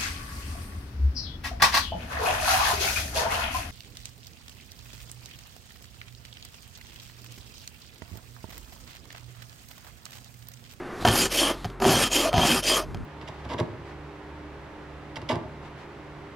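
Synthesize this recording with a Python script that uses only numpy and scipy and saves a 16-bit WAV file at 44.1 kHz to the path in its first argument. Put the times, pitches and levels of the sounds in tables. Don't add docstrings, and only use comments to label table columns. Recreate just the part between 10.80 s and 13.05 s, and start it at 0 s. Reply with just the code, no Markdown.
import sys
import numpy as np
from scipy import signal
from scipy.fft import rfft, irfft
from scipy.io import wavfile

SR = 44100
rng = np.random.default_rng(int(sys.argv[2]) if len(sys.argv) > 2 else 0)


def put_to_file(sound):
    columns = np.atleast_2d(sound).T
    safe = np.clip(columns, -1, 1)
    whole_steps = np.round(safe * 32767)
    wavfile.write(sys.argv[1], SR, whole_steps.astype(np.int16))


N = 99225
T = np.arange(N) / SR
GRAINS_PER_S, GRAIN_SPREAD_DB = 5000, 2

# t/s, speed as a level/dB, load on the pane/dB
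PUSH_STROKES = [
    [(0.25, -41, -19), (0.256, -45, -25), (0.264, -37, -19), (0.288, -32, -15.5), (0.294, -35.5, -20.5),
     (0.414, -27.5, -24), (0.47, -35, -25), (0.49, -52.5, -56)],
    [(1.0, -59, -33), (1.026, -41.5, -22.5), (1.038, -39, -24), (1.054, -40, -28), (1.066, -31, -18.5),
     (1.226, -28.5, -21.5), (1.28, -36, -28.5), (1.297, -52, -42)],
    [(1.518, -62, -29), (1.53, -47.5, -31), (1.672, -27.5, -20.5), (1.738, -29.5, -22.5),
     (1.79, -32, -21.5), (1.806, -40.5, -33), (1.82, -54, -52)],
]
PULL_STROKES = [
    [(0.495, -55, -68), (0.521, -35.5, -35.5), (0.591, -26, -30.5), (0.621, -32, -24.5),
     (0.713, -37.5, -24), (0.77, -73, -46.5)],
    [(1.3, -50, -41), (1.324, -33, -28), (1.34, -31, -31), (1.348, -26.5, -27), (1.436, -34, -25),
     (1.486, -39.5, -27), (1.512, -58, -44.5)],
    [(1.822, -64, -54), (1.832, -38, -37.5), (1.876, -27.5, -30), (1.918, -31, -24.5), (1.998, -38, -26.5),
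     (2.046, -63.5, -46), (2.06, -102, -62)],
]
# f/Hz, bandwidth/Hz, lift/dB
BLADE_MODES = [(2540, 100, -3), (3150, 106, 7.5), (3900, 21, -18.5), (4363, 105, 2), (4915, 130, 4.5),
               (5450, 120, 2), (6034, 73, 4), (6540, 96, 5), (7130, 285, 7.5), (8720, 160, 2.5),
               (10690, 300, 5.5), (11360, 340, 4.5), (12600, 200, 3.5), (13300, 90, 8), (15080, 110, 6)]
ICE_MODES = [(351.5, 33, 4), (720, 45, 2), (787, 15, -7), (956, 53, 1.5), (6210, 190, 13)]
# f/Hz, level/dB
RUMBLE_SPECTRUM = [(22, -21), (55, -2), (80, -19), (120, -7.5), (200, -19), (400, -15), (1500, -27.5),
                   (8000, -70)]


def from_db(db):
    return 10 ** (np.asarray(db) / 20)


def unit_rms(x):
    return x / np.sqrt(np.mean(x ** 2) + 1e-20)


def colour(x, spectrum):
    size = 2 ** 17
    hz, db = np.transpose(spectrum)
    grid_hz = np.maximum(np.arange(size // 2 + 1) * SR / size, 1)
    magnitude = from_db(np.interp(np.log(grid_hz), np.log(hz), db))
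    cepstrum = irfft(np.log(magnitude))
    cepstrum[1:size // 2] *= 2
    cepstrum[size // 2 + 1:] = 0
    response = np.exp(rfft(cepstrum))
    return irfft(rfft(x, size) * response / np.sqrt(np.mean(abs(response) ** 2)))[:N]


def drift(rate_hz):
    step = 20
    r = np.exp(-2 * np.pi * rate_hz * step / SR)
    noise = rng.standard_normal((N + SR) // step)
    slow = signal.lfilter([1], [1, -2 * r, r * r], noise)[SR // step:]
    return np.interp(np.arange(N) / step, np.arange(len(slow)), unit_rms(slow))


def swells(rows):
    return sum(from_db(db) * np.exp(-((T - t) / half) ** 2) for t, half, db in rows)


def resonance(x, hz, width_hz):
    r = np.exp(-np.pi * width_hz / SR)
    numerator = np.array([1, 0, -1]) * (1 - r * r) / 2
    return signal.lfilter(numerator, [1, -2 * r * np.cos(2 * np.pi * hz / SR), r * r], x + 1e-18)


def resonate(x, modes, wander_db=0):
    for hz, width_hz, lift_db in modes:
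        x = x + from_db(lift_db + wander_db * drift(8.3)) * resonance(x, hz, width_hz)
    return x


def fractures(per_s, spread_db):
    sizes = from_db(spread_db * np.minimum(rng.exponential(1, N), 5))
    return unit_rms(sizes * rng.choice([-1, 1], N) * (rng.random(N) < per_s / SR))


def background_wash():
    spectrum = [(25, -3.5), (60, -8.5), (110, -7.5), (200, -0.5), (380, 2.5), (550, -8), (1100, -5.5),
                (2000, -13.5), (4000, -30.5), (8000, -42), (12000, -50), (16000, -75)]
    envelope = [(0, -36.5), (.1, -36.5), (.22, -36), (.4, -38.5), (.8, -43), (.96, -44.5), (2.08, -44.5),
                (2.25, -44)]
    return colour(rng.standard_normal(N), spectrum) * from_db(np.interp(T, *np.transpose(envelope)))


def air_hiss():
    spectrum = [(1500, -28), (3500, 1.5), (6000, -4.5), (9000, -9.5), (12000, -9), (13500, -24),
                (16000, -49)]
    envelope = [(0, -62), (.12, -59), (.22, -50), (.78, -63), (.9, -63), (.97, -72), (2.06, -61.5),
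                (2.25, -68.5)]
    return colour(rng.standard_normal(N), spectrum) * from_db(np.interp(T, *np.transpose(envelope)))


def idling_engine():
    orders = [(1, -43), (2, -52.5), (3, -51), (9, -57)]
    idle_hz, waver = 44.9, 0.0038
    cycles = np.cumsum(idle_hz * (1 + waver * drift(2.34))) / SR
    hum = sum(from_db(db) * np.sqrt(2) * np.sin(2 * np.pi * (order * cycles + rng.random()))
              for order, db in orders)
    rumble = from_db(-57) * colour(rng.standard_normal(N), RUMBLE_SPECTRUM)
    fade_in = np.clip((T - 0.2) / 0.015, 0, 1)
    return fade_in * (hum + rumble)


def loose_snow():
    slides = [(.225, 0.019, -42.5), (.80, 0.11, -52)]
    spectrum = [(1200, -10), (2800, -4), (3900, 1), (5500, -9), (8000, -11), (12000, -14), (16000, -36)]
    return swells(slides) * colour(fractures(GRAINS_PER_S, GRAIN_SPREAD_DB), spectrum)


def pane(force):
    modes = [(87, -13, .1), (112, 0.5, 0.13), (147, -3.5, .1), (171.7, -6, 0.14), (231.5, -4.5, 0.1),
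             (373.5, -2, 0.037)]
    out = 0
    for hz, db, t60 in modes:
        r, w = 1000 ** (-1 / (t60 * SR)), 2 * np.pi * hz / SR
        ring = signal.lfilter([0, np.sin(w)], [1, -2 * r * np.cos(w), r * r], force + 1e-18)
        out = out + from_db(db) * ring
    return out


def knocks():
    impacts = [(0.225, -19, 12), (.251, 0, 5.5), (0.2539, -7.5, -15), (0.2769, -4.5, -30), (0.287, -4.5, 9),
               (.8455, -14.5, 9), (.851, -17.5, 1), (0.856, -20, 21.5), (0.9008, -27.5, 10),
               (1.002, -17, -5), (1.019, -19, -21), (1.022, -9, -17), (1.044, -5.5, -14), (1.052, -4.5, -3),
               (1.530, -10, -6), (1.541, -9.5, 11), (1.565, -20, 22.5), (1.58, -3, 14.5),
               (1.596, -11.5, -12), (2.146, -20.5, 16)]
    crumble_s = 0.0039
    clicks, thuds, crumble = np.zeros((3, N))
    for t, db, thud_db in impacts:
        clicks[int(t * SR)] += from_db(db)
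        thuds[int(t * SR)] += from_db(db + thud_db)
        crumble += from_db(db) * (T >= t) * np.exp(-abs(T - t) / crumble_s)
    force = clicks + 0.089 * crumble * rng.standard_normal(N)
    ringing = resonate(resonate(force, BLADE_MODES), ICE_MODES)
    spectrum = [(50, 5.5), (150, -5), (280, -13), (500, 5), (740, 7.5), (1000, -0.5), (1500, -1.5),
                (2000, -4.5), (3000, -8.5), (5000, -17), (6500, -29.5), (9000, -28), (16000, -32)]
    return from_db(5) * colour(ringing, spectrum) + from_db(-28) * pane(thuds)


def edge_echo(x):
    near_s, far_s = 0.0031, 0.0042
    turns = []
    for up, down in zip(PUSH_STROKES, PULL_STROKES):
        turns += [(up[0][0], near_s), (down[0][0], far_s), (down[-1][0], near_s)]
    delay_s = np.interp(T, *np.transpose(sorted(turns)))
    return x + 0.19 * np.interp(T - delay_s, T, x)


def scrape(strokes, pane_spectrum, pane_modes, pane_db, rasp_db, hiss_db, rasp_exponent, rough_db):
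    rasp_spectrum = [(1200, -3.5), (1900, -2), (2200, 2), (2800, 2.5), (3500, -1), (4200, -2.5), (5600, -2),
                     (6500, -5), (8000, -21.5)]
    hiss_spectrum = [(5000, -19), (6900, 8), (8000, 4), (9000, 5.5), (9600, -1.5), (11500, -3),
                     (12600, -9.5), (13100, -8.5), (14500, -11), (16000, -24.5)]
    full_speed_db, landing_s, lift_s = -29, 0.0024, 0.0098
    times, speeds, loads = np.vstack(strokes).T
    speed_db = np.interp(T, times, speeds) - full_speed_db
    load_db = np.interp(T, times, loads)
    contact = sum(np.clip(np.minimum((T - rows[0][0]) / landing_s, (rows[-1][0] - T) / lift_s) + 1, 0, 1)
                  for rows in strokes)
    grains = fractures(GRAINS_PER_S, GRAIN_SPREAD_DB)
    powder = 0.47 * rng.standard_normal(N)
    force = edge_echo((grains + powder) * from_db(rough_db * drift(77)))
    blade = resonate(force, BLADE_MODES, wander_db=4.5)
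    glass = resonate(force, pane_modes, wander_db=4.5)
    body = unit_rms(colour(glass, pane_spectrum)) * from_db(pane_db + load_db)
    rasp = unit_rms(colour(blade, rasp_spectrum)) * from_db(rasp_db + rasp_exponent * speed_db)
    hiss = unit_rms(colour(blade, hiss_spectrum)) * from_db(hiss_db + speed_db)
    return contact * (body + rasp + hiss)


def pushes():
    spectrum = [(50, -5), (150, 3.5), (225, 0), (340, -5), (470, -1), (550, 1), (720, 0.5), (950, 0.5),
                (1260, 1.5), (1600, -7), (1790, -11), (1950, -16.5), (2600, -61.5)]
    modes = [(234.5, 19, 0.5), (325, 40, 2.5), (384.8, 11.6, 11), (1296, 210, -17.5), (1760, 60, 2.5)]
    return scrape(PUSH_STROKES, spectrum, modes,
                  pane_db=-3.5, rasp_db=-25, hiss_db=-29, rasp_exponent=0.96, rough_db=1.07)


def judder():
    bites = [(0.263, 0.053, -28.5, -26), (1.049, 0.066, -22, -28), (1.533, 0.11, -21.5, -27)]
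    spectrum = [(40, -28), (90, 11), (200, 2.5), (380, -3.5), (490, -14.5), (620, 2.5), (740, 5),
                (880, -4.5), (1300, -7), (1700, -43), (1950, -37), (2400, -11), (3400, -10.5), (6400, -31),
                (8000, -45), (16000, -55)]
    attack_s, release_s = 0.014, 0.037
    slips = fractures(per_s=700, spread_db=1.5)
    ringing = resonate(resonate(slips, BLADE_MODES), ICE_MODES)
    crunch = unit_rms(colour(ringing, spectrum))
    thud = unit_rms(pane(slips))
    out = 0
    for t, length, crunch_db, thud_db in bites:
        force = np.clip((T - t) / attack_s, 0, 1) * np.exp(-np.maximum(T - t - length, 0) / release_s)
        out = out + force * (from_db(crunch_db) * crunch + from_db(thud_db) * thud)
    return out


def ice_cracks():
    snaps = [(0.276, -1), (.2862, -1.5), (0.8453, -33), (0.856, -33), (0.902, -31), (1.568, -25),
             (2.147, -25), (2.172, -31)]
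    spectrum = [(300, -46), (1200, -14), (2000, 11), (2800, 11), (4500, 1), (6500, -3), (8000, -21),
                (16000, -22)]
    impulses = sum(from_db(db) * (np.arange(N) == int(t * SR)) for t, db in snaps)
    return colour(resonate(impulses, BLADE_MODES), spectrum)


def blade_singing():
    notes = [(.40, 0.023, 4850, -27), (0.594, 0.016, 3190, -23.5), (0.672, 0.075, 3150, -29.5),
             (1.161, 0.03, 3150, -25), (1.397, 0.055, 3140, -32), (1.626, 0.022, 3210, -25.5),
             (1.898, 0.037, 4876, -27.5), (1.925, 0.039, 3170, -24)]
    width_hz, fade_below_db = 140, -34
    out = 0
    for t, half, hz, db in notes:
        band = resonance(rng.standard_normal(N), hz, width_hz)
        band = resonance(band, hz, 2 * width_hz)
        tone = band / np.sqrt(abs(signal.hilbert(band)) + 1e-9)
        out = out + swells([(t, half, db)]) * unit_rms(tone)
    motion = np.vstack([*PUSH_STROKES, *PULL_STROKES])
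    times, speeds, _ = np.transpose(sorted(map(tuple, motion)))
    return out * from_db(np.minimum(np.interp(T, times, speeds) - fade_below_db, 0))


def pulls():
    spectrum = [(50, -49), (165, -2.5), (250, 0.5), (330, 3), (460, 0), (580, -0.5), (790, -3.5), (1030, 0),
                (1200, -0.5), (1450, -7), (1800, -10), (2600, -59)]
    modes = [(318, 82, -9), (594, 46, 1), (652, 44, 6.5), (1235, 160, 1), (2490, 100, 19)]
    return scrape(PULL_STROKES, spectrum, modes,
                  pane_db=0, rasp_db=-24, hiss_db=-27.5, rasp_exponent=0.76, rough_db=1.0)


def wind_puffs():
    puffs = [(1.58, 0.039, -37), (2.11, 0.095, -42), (2.2, 0.057, -37)]
    spectrum = [(25, -24), (70, 1), (130, -5), (220, -6.5), (400, -22), (1500, -61), (8000, -86)]
    return swells(puffs) * np.array([colour(noise, spectrum) for noise in rng.standard_normal((2, N))])


def scene():
    width_spectrum = [(40, -27), (150, -11), (350, 11), (650, 19), (1000, -13), (1500, -37), (2500, -47),
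                      (15000, -34)]
    scraping = pushes() + pulls()
    scraper = scraping + blade_singing() + judder() + knocks() + ice_cracks() + loose_snow()
    scraper = signal.sosfilt(signal.butter(2, 71, "high", fs=SR, output="sos"), scraper)
    flutter = from_db(-42.5) * colour(scraping * drift(72), width_spectrum)
    wide_rumble = from_db(-57) * colour(rng.standard_normal(N), RUMBLE_SPECTRUM)
    side = (flutter + wide_rumble) * np.array([[1], [-1]])
    return scraper + background_wash() + idling_engine() + air_hiss() + wind_puffs() + side


def record(dry):
    ceiling, cutoff_hz = 0.68, 15750
    rounded = dry / (1 + (dry / ceiling) ** 4) ** 0.25
    return signal.sosfilt(signal.ellip(12, 0.1, 90, cutoff_hz, fs=SR, output="sos"), rounded)


dry = scene()
out = record(dry)
put_to_file(out)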